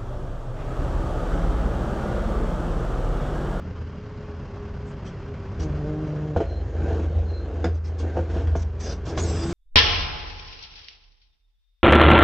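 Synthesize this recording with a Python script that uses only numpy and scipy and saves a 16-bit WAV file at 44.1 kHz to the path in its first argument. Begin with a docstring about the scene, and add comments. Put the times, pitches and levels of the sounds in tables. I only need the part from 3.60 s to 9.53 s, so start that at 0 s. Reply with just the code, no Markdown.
"""A boomy diesel idle, then pump whine, clanks, steel scraping on asphalt and brake squeaks, heard from a truck's rear deck.
A tow truck backs up to a parked car, lowers its wheel lift and knocks it into place; valves spit and hiss, and
the pump winds up under load. Engine, pump and brakes are phase-integrated tones, the engine's with added noise;
the lift is modal steel driven by blows and gritty friction; the valves are shaped noise; the deck is two low modes."""
import sys
import numpy as np
from scipy import signal
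from scipy.fft import rfft, irfft, next_fast_len
from scipy.io import wavfile
from scipy.ndimage import uniform_filter1d, map_coordinates

SR = 44100
rng = np.random.default_rng(int(sys.argv[2]) if len(sys.argv) > 2 else 0)


def to_wav(s):
    """Save 16-bit WAV."""
    ch = np.atleast_2d(s).T  # columns
    pcm = np.round(np.clip(ch, -1, 1) * 32767)  # PCM
    wavfile.write(sys.argv[1], SR, pcm.astype(np.int16))


N = 261513
TIME = np.arange(N) / SR
TOP_HZ = 9350  # centre of the upper band limit
PANELS = rng.standard_normal(400)  # dense panel resonances, evenly spaced up to TOP_HZ

# Spectral density of grit and loose parts: frequency_hz, relative_level_db
GRIT_SPECTRUM = [(130, -38.5), (240, -0.5), (340, 3.5), (470, 0), (770, -7.5), (900, -14.5), (1200, -19.5),
                 (1580, -16), (1950, -24.5), (3200, -27.5), (5000, -36), (6700, -35.5), (8800, -56.5)]
# Shoves of the lift: start_s, length_s, scrape_db, shudder_db, upper_deck_mode_db, lower_deck_mode_db
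LIFT_SHOVES = [(1.977, 0.055, -45, -34.5, -28, -31), (2.83, 0.18, -61, -54, -33, -30),
               (3.155, 0.31, -35.5, -39, -25, -33.5), (3.553, 0.042, -38, -41, -21, -27.5),
               (3.88, 0.28, -43.5, -48.5, -25.5, -48), (4.231, 0.15, -44, -57, -31, -45),
               (4.392, 0.18, -40.5, -55, -24, -40.5), (4.684, 0.17, -36.5, -35.5, -29.5, -30.5),
               (5.197, 0.15, -40, -44, -55, -36.5), (5.533, 0.22, -50, -41, -26.5, -38)]


def amp(db):
    """Level to gain: 20 dB is a tenfold amplitude."""
    return 10 ** (np.asarray(db) / 20)


def unit(x):
    """Energy normalisation: x at rms 1."""
    return x / np.sqrt(np.mean(x ** 2) + 1e-20)


def along(points, hz):
    """Interpolation of (Hz, value) points on a logarithmic frequency axis."""
    f, v = np.transpose(points)
    return np.interp(np.log(hz + 1), np.log(f + 1), v)


def curves(rows):
    """Linear interpolation in time: one value per sample for each column after the time."""
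    s, *cols = np.transpose(rows)
    return [np.interp(TIME, s, c) for c in cols]


def wobble(rate):
    """Band-limited random drift: a smooth curve through rate random knots a second."""
    knots = rng.standard_normal(int(N * rate / SR) + 4)
    return map_coordinates(knots, [TIME * rate])


def filtered(x, response):
    """Linear filtering: the spectrum of x times a response of frequency."""
    m = next_fast_len(N + SR // 2)
    return irfft(rfft(x, m) * response(np.fft.rfftfreq(m, 1 / SR)), m)[..., :N]


def gate(start, length, rise, t60):
    """Exponential decay: a linear rise centred on start, a hold, then 60 dB of fall in t60 seconds."""
    opening = np.clip((TIME - start) / rise + .5, 0, 1)
    return opening * amp(-60 * np.clip(TIME - start - length, 0, 2) / t60)


def shoves(rows, rise, t60):
    """Energy addition: joint strength of overlapping (start, length, dB) shoves."""
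    return np.sqrt(sum((amp(db) * gate(start, length, rise, t60)) ** 2 for start, length, db in rows))


def waver(angle, rough, rate):
    """Phase and amplitude modulation: a tone of rms near 1 whose phase and strength drift."""
    phase = angle + rng.uniform(0, 2 * np.pi) + rough * wobble(rate)
    return np.sqrt(2) * np.sin(phase) * (1 + rough * wobble(rate))


def rush(spectrum, drive=1, patchy_db=5.5):
    """Broadband turbulence and friction: patchy, driven noise of rms 1, coloured by the truck's panels."""
    # Likeness of the two channels: frequency_hz, correlation
    likeness = [(2900, 1), (4300, .6), (7200, 1)]
    z = signal.stft(rng.standard_normal((2, N)), nperseg=1024)[2]
    field = uniform_filter1d(rng.standard_normal(z.shape[1:]), size=7, axis=0)
    field = uniform_filter1d(field, size=7, axis=1)
    patches = signal.istft(z * amp(patchy_db * unit(field)), nperseg=1024)[1]
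    pair = patches[:, :N] * drive

    def colour(hz):
        turn = np.arccos(np.clip(along(likeness, hz), -1, 1)) / 2
        panels = np.interp(hz, np.linspace(0, TOP_HZ, len(PANELS)), PANELS)
        ripple_db = 1.5 * np.clip(hz / 1200, 0, 1) * panels
        return amp(along(spectrum, hz) + ripple_db) * np.array([np.cos(turn), np.sin(turn)])

    mid, side = filtered(pair, colour)
    return unit(np.array([mid + side, mid - side]))


def engine():
    """Periodic combustion: six cylinders give wavering crank orders and noise that swells with each firing."""
    # Crank speed: time_s, turns_per_s
    crank = [(0, 12.23), (1.9, 11.36), (3, 11.44), (5.93, 11.8)]
    # Tones: crank_multiple, level_db (relative to the noise, before a common 1 dB cut)
    orders = [(3, -6), (9, -2.5), (12, -5), (15, -7.5), (18, -10.5), (22, -13.5), (33, -14), (35, -6.5)]
    # Spectral density of combustion and fan noise: frequency_hz, relative_level_db
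    idle_spectrum = [(20, -22), (35, -9), (100, 1.5), (210, -4.5), (335, -7), (400, -14.5), (520, -9),
                     (700, -16), (1400, -18), (1900, -25), (3250, -31), (3700, -36.5), (4900, -35),
                     (7000, -44.5), (8800, -64)]
    # Engine loudness: time_s, level_db
    idle_level = [(0, -40.5), (1.9, -39), (2.6, -39.5), (2.95, -51), (5.1, -45), (5.93, -35.5)]
    turns_per_s = curves(crank)[0] * (1 + 0.011 * wobble(14))
    angle = 2 * np.pi * np.cumsum(turns_per_s) / SR
    hum = sum(amp(db - 1 + 2.1 * wobble(6)) * waver(k * angle, rough=0.44, rate=24) for k, db in orders)
    firing = np.cos(3 * angle)  # three firings a turn
    clatter = rush(idle_spectrum, drive=amp(1.2 * firing + 1.0 * wobble(50)), patchy_db=0.76)
    return amp(curves(idle_level)[0]) * (hum + clatter)


def deck():
    """Modal resonance: the engine keeps two low deck modes humming; bumps and shoves make them boom and ring on."""
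    # Low modes: frequency_hz, idle_level_db (before the drift), t60_s
    deck_modes = [(80.24, -42, 1.14), (58.27, -47.5, 2.2)]
    # Bumps that rock the deck: start_s, length_s, upper_mode_db, lower_mode_db
    bumps = [(.17, 0.052, -35, -47), (.92, 0.23, -39, -43), (4.84, 0.15, -23, -32)]
    idle_swell_db, rise_s = 4.5, 0.05  # the idle boom comes and goes
    jolts = bumps + [(start, length, *modes_db) for start, length, _, _, *modes_db in LIFT_SHOVES]
    out = np.zeros(N)
    for k, (hz, idle_db, t60) in enumerate(deck_modes):
        idle = amp(idle_db + idle_swell_db * wobble(5.5))
        mode_jolts = [(start, length, modes_db[k]) for start, length, *modes_db in jolts]
        boom = shoves(mode_jolts, rise_s, t60)
        out += np.hypot(idle, boom) * waver(2 * np.pi * hz * TIME, rough=0.23, rate=21)
    return out


def pump(rows):
    """Harmonic series of pressure pulses: two firm low harmonics, and upper ones that follow them and waver."""
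    # Upper harmonics: multiple, level_db (relative to the mean dB of the lowest two)
    upper_harmonics = [(3, -10), (4, -14), (5, -21.5), (6, -28.5), (8, -26)]
    hz, first_db, second_db = curves(rows)
    angle = 2 * np.pi * np.cumsum(hz * (1 + .003 * wobble(40))) / SR
    upper = sum(amp(level + 3 * wobble(14)) * np.cos(k * angle + .4 * wobble(14))
                for k, level in upper_harmonics)
    lowest = amp(first_db) * np.cos(angle) + amp(second_db) * np.cos(2 * angle)
    stack = lowest + amp((first_db + second_db) / 2) * upper
    running = gate(rows[0][0], rows[-1][0] - rows[0][0], rise=.02, t60=.03)
    return np.sqrt(2) * stack * running


def steel_ring(t, arm_hz, scatter_db, crack_db=0):
    """Modal superposition: the joints damp the lift's modes quickly, and the frame rings on.

    A contact with little crack is soft and rings the high modes less."""
    # Modes of the steel: frequency_hz, level_db
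    steel_modes = [(180, -6), (258, -8.5), (338, -2.5), (672, -2), (730, -5), (915, -11), (1180, -25),
                   (1440, -11), (1590, -12.5), (2290, -21), (3360, -24)]
    arm_db = 4  # the main bending mode is the strongest; its pitch shifts with how the arm is supported
    quick_t60_s, tail_t60_s, tail_db = 0.068, 0.2, -9.5  # quick decay is given at 500 Hz
    hz, db = np.transpose(steel_modes + [(arm_hz, arm_db)])[:, :, None]
    t60 = quick_t60_s * (500 / hz) ** .5
    onset = 1 - np.exp(-t / .001)
    decay = (amp(-60 * t / t60) + amp(tail_db - 60 * t / tail_t60_s)) * onset
    soft_db = 0.86 * crack_db * np.clip(np.log2(hz / 1100), 0, 1)
    size = amp(db + soft_db + scatter_db * rng.standard_normal(hz.shape))
    phase = .5 * rng.standard_normal(hz.shape)
    return np.sum(size * decay * np.sin(2 * np.pi * hz * t + phase), axis=0)


def clanks():
    """Impact excitation: each blow punches the arm, rings steel, cracks in joints, chatters and thumps the deck."""
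    # Blows: time_s, level_db, arm_mode_hz, crack_db (relative, before a 13 dB cut), thud_db (relative)
    blows = [(2.762, -13.5, 486.6, -18, 1), (2.802, -16.5, 430.4, -11.5, -14), (2.811, -20, 544, -16, -11),
             (3.28, -25.5, 473, -9, -12), (3.305, -24, 435, -21, -20), (3.392, -26.5, 462, -18, -5),
             (4.042, -17, 475, -3, -5), (4.0545, -20, 487, -10.5, -4), (4.556, -28, 500, -11.5, -8),
             (4.568, -18.5, 510, -13.5, -3), (4.576, -25, 500, -18, -8), (4.588, -21.5, 519, -13, -3),
             (4.762, -26.5, 337, -14, -2), (4.871, -36, 460, 5, -1), (4.952, -20, 451, -9, 2),
             (5.575, -23.5, 617, 7, 5)]
    # Spectral density of a crack: frequency_hz, relative_level_db
    crack_spectrum = [(150, -18.5), (500, -7.5), (1050, 1), (1550, 3.5), (1950, -3), (2600, -4),
                      (5000, -14.5), (7500, -20), (9000, -46)]
    punch_hz, punch_db = 780, -1  # one short push, level relative to the thud
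    chatter_db = -13  # loose parts just after a blow, relative to it
    t = TIME[:SR // 2]
    ring, crack, chatter = np.zeros(N + SR), np.zeros(N), np.zeros(N)
    push = np.sin(np.pi * np.clip(punch_hz * t / 2, 0, 1)) ** 2  # lasts two cycles
    punch = amp(punch_db) * np.sin(2 * np.pi * punch_hz * t) * push
    thud = amp(-60 * t / 0.2) * (1 - np.exp(-t / .003)) * np.sin(2 * np.pi * 85 * t)
    for s, db, arm_hz, crack_db, thud_db in blows:
        steel = steel_ring(t, arm_hz, scatter_db=2, crack_db=crack_db)
        ring[round(s * SR):][:len(t)] += amp(db) * (steel / 2 + amp(thud_db) * (thud - punch))
        crack = np.hypot(crack, amp(db + crack_db - 13) * gate(s + .001, 0, rise=0.002, t60=0.14))
        chatter = np.hypot(chatter, amp(db + chatter_db) * gate(s + .006, 0, rise=.008, t60=.16))
    cracking = crack * rush(crack_spectrum, drive=amp(2 * wobble(500)), patchy_db=5)
    return ring[:N] + cracking + chatter * rush(GRIT_SPECTRUM, patchy_db=2)


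def friction():
    """Sliding contact: scrape and shudder hold steady while the lift rattles, and swell once for each shove."""
    # The lift is lowered, rides on the asphalt, slides under the car, takes the load: start_s, length_s, level_db
    rattles = [(2.0, 0.82, -40.5), (2.76, 1.29, -38.5), (4.38, 0.57, -37.5), (5.0, 0.46, -47.5),
               (5.46, 0.45, -34)]
    rattle_shudder_db = -1.5  # low shudder relative to the rattle
    rise_s, t60_s, swell_db = 0.12, 0.17, 4  # stronger in mid-shove than at its ends
    skew = 1.24  # the drag builds slowly and lets go faster
    rattle = shoves(rattles, rise=.04, t60=.3)
    scraping, shuddering = rattle, amp(rattle_shudder_db) * rattle
    for start, length, scrape_db, shudder_db, *_ in LIFT_SHOVES:
        arch = np.sin(np.pi * np.clip((TIME - start) / length, 0, 1) ** skew)
        swell = amp(swell_db * arch) * gate(start, length, rise_s, t60_s)
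        scraping = np.hypot(scraping, amp(scrape_db) * swell)
        shuddering = np.hypot(shuddering, amp(shudder_db) * swell)
    return scraping, shuddering


def scrape():
    """Irregular slip: the dragged lift shakes, with gritty slips and small knocks that ring in its steel."""
    # Spectral density of the shudder: frequency_hz, relative_level_db
    shudder_spectrum = [(20, -29), (38, -8), (100, 6.5), (200, -0.5), (300, -21), (600, -70.5)]
    scraping, shuddering = friction()
    slips = amp(0.98 * wobble(70) + 1.4 * wobble(600))
    grit = rush(GRIT_SPECTRUM, drive=slips, patchy_db=2)
    knocks = (rng.random(N) < 130 / SR) * rng.standard_normal(N)  # about 130 a second
    steel = steel_ring(TIME[:SR // 4], arm_hz=460, scatter_db=1, crack_db=-11)
    ring = unit(signal.fftconvolve(knocks, steel)[:N])
    dragging = scraping * (amp(-2.0) * grit + amp(-9.5) * ring)
    return dragging + shuddering * rush(shudder_spectrum, drive=slips)


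def tones(rows, rise, t60):
    """Narrow-band modulation: unsteady whistles, each a band of noise around a wandering pitch."""
    out = np.zeros(N)
    for start, length, hz, width, db in rows:
        band = filtered(rng.standard_normal((2, N)), lambda f: 1 / (1 + (f / width) ** 2) ** 2)
        angle = 2 * np.pi * hz * np.cumsum(1 + .0015 * wobble(20)) / SR
        whistle = unit(band[0] * np.cos(angle) + band[1] * np.sin(angle))
        out += amp(db) * gate(start, length, rise, t60) * whistle
    return out


def valves():
    """Turbulent jet noise: spurts of fluttering hiss, coloured by the hoses, with whistling edges."""
    # Spurts: start_s, length_s, level_db
    spurts = [(1.453, 0.025, -51.5), (1.998, 0.033, -47), (4.146, 0.011, -56), (4.245, 0.041, -53),
              (4.389, 0.014, -41.5), (4.678, 0.15, -59.5), (4.962, 0.069, -48.5), (5.202, 0.13, -43),
              (5.458, 0.054, -43), (5.571, 0.028, -37.5), (5.62, 0.5, -42)]
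    # Spectral density of the hiss: frequency_hz, relative_level_db
    jet_spectrum = [(400, -21), (800, 5), (1900, -4.5), (4200, -2), (6000, 0), (7800, -12), (8500, -21),
                    (9200, -38)]
    # Whistles: start_s, length_s, pitch_hz, width_hz, level_db
    whistles = [(1.265, .05, 7100, 1410, -68.5), (1.465, 0.012, 3150, 200, -52.5),
                (5.21, 0.094, 5840, 130, -48.5), (5.21, 0.054, 6400, 140, -53),
                (5.6, 0.04, 6765, 140, -37.5), (5.665, 0.087, 7560, 30, -51), (5.59, .35, 7700, 800, -52.5)]
    # Broad resonances of the valve block and hoses: frequency_hz, width_hz, boost_db
    hose_modes = [(2400, 80, 2.5), (3470, 130, 2.5)]
    flow = sum(amp(db) * gate(start, length, rise=0.02, t60=0.12) for start, length, db in spurts)

    def hoses(f):
        return amp(sum(db / (1 + ((f - hz) / width) ** 2) for hz, width, db in hose_modes))

    hiss = rush(jet_spectrum, drive=amp(1.8 * wobble(70)), patchy_db=3.4)
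    return flow * unit(filtered(hiss, hoses)) + tones(whistles, rise=0.017, t60=0.072)


def brakes():
    """Friction-driven oscillation: each touch is one fluttering tone that swells, sags with the grip and fades."""
    # Touches: start_s, length_s, level_db
    squeaks = [(2.85, .19, -55.5), (3.652, .23, -54)]
    pitch_hz, sag_hz, jitter_hz = 4196, 65, 48  # the pitch sags as the pads grip
    out = np.zeros(N)
    for start, length, db in squeaks:
        grip = np.sin(np.pi * np.clip((TIME - start) / length, 0, 1) ** .8)
        hz = pitch_hz - sag_hz * grip + jitter_hz * wobble(200)
        tone = np.sin(2 * np.pi * np.cumsum(hz) / SR)
        out += np.sqrt(2) * amp(db + 3 * wobble(110)) * grip * tone
    return out


def scene():
    """Superposition: all sources add, close to the middle."""
    # Pump while lowering, then loaded: time_s, pitch_hz, first_harmonic_db, second_harmonic_db
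    lowering = [(1.98, 167.2, -41, -46), (2.06, 154.1, -33, -33.5), (2.116, 148.6, -30.5, -44.5),
                (2.222, 146.5, -33, -39), (2.284, 151.6, -30.5, -34), (2.436, 154, -32.5, -33),
                (2.548, 149.7, -28.5, -42.5), (2.65, 152.8, -29, -38), (2.755, 150, -32, -38.5)]
    loaded = [(5.46, 162, -40, -43), (5.64, 167.7, -50, -36.5), (5.8, 165.2, -46, -42),
              (5.86, 167.7, -37.5, -31.5), (5.93, 174.4, -35, -29.5)]
    return engine() + deck() + pump(lowering) + pump(loaded) + scrape() + clanks() + valves() + brakes()


def record(dry):
    """Band limitation: the response falls to zero across 200 Hz around TOP_HZ."""
    return filtered(dry, lambda hz: np.clip((TOP_HZ - hz) / 200 + .5, 0, 1))


dry = scene()
out = record(dry)
to_wav(out)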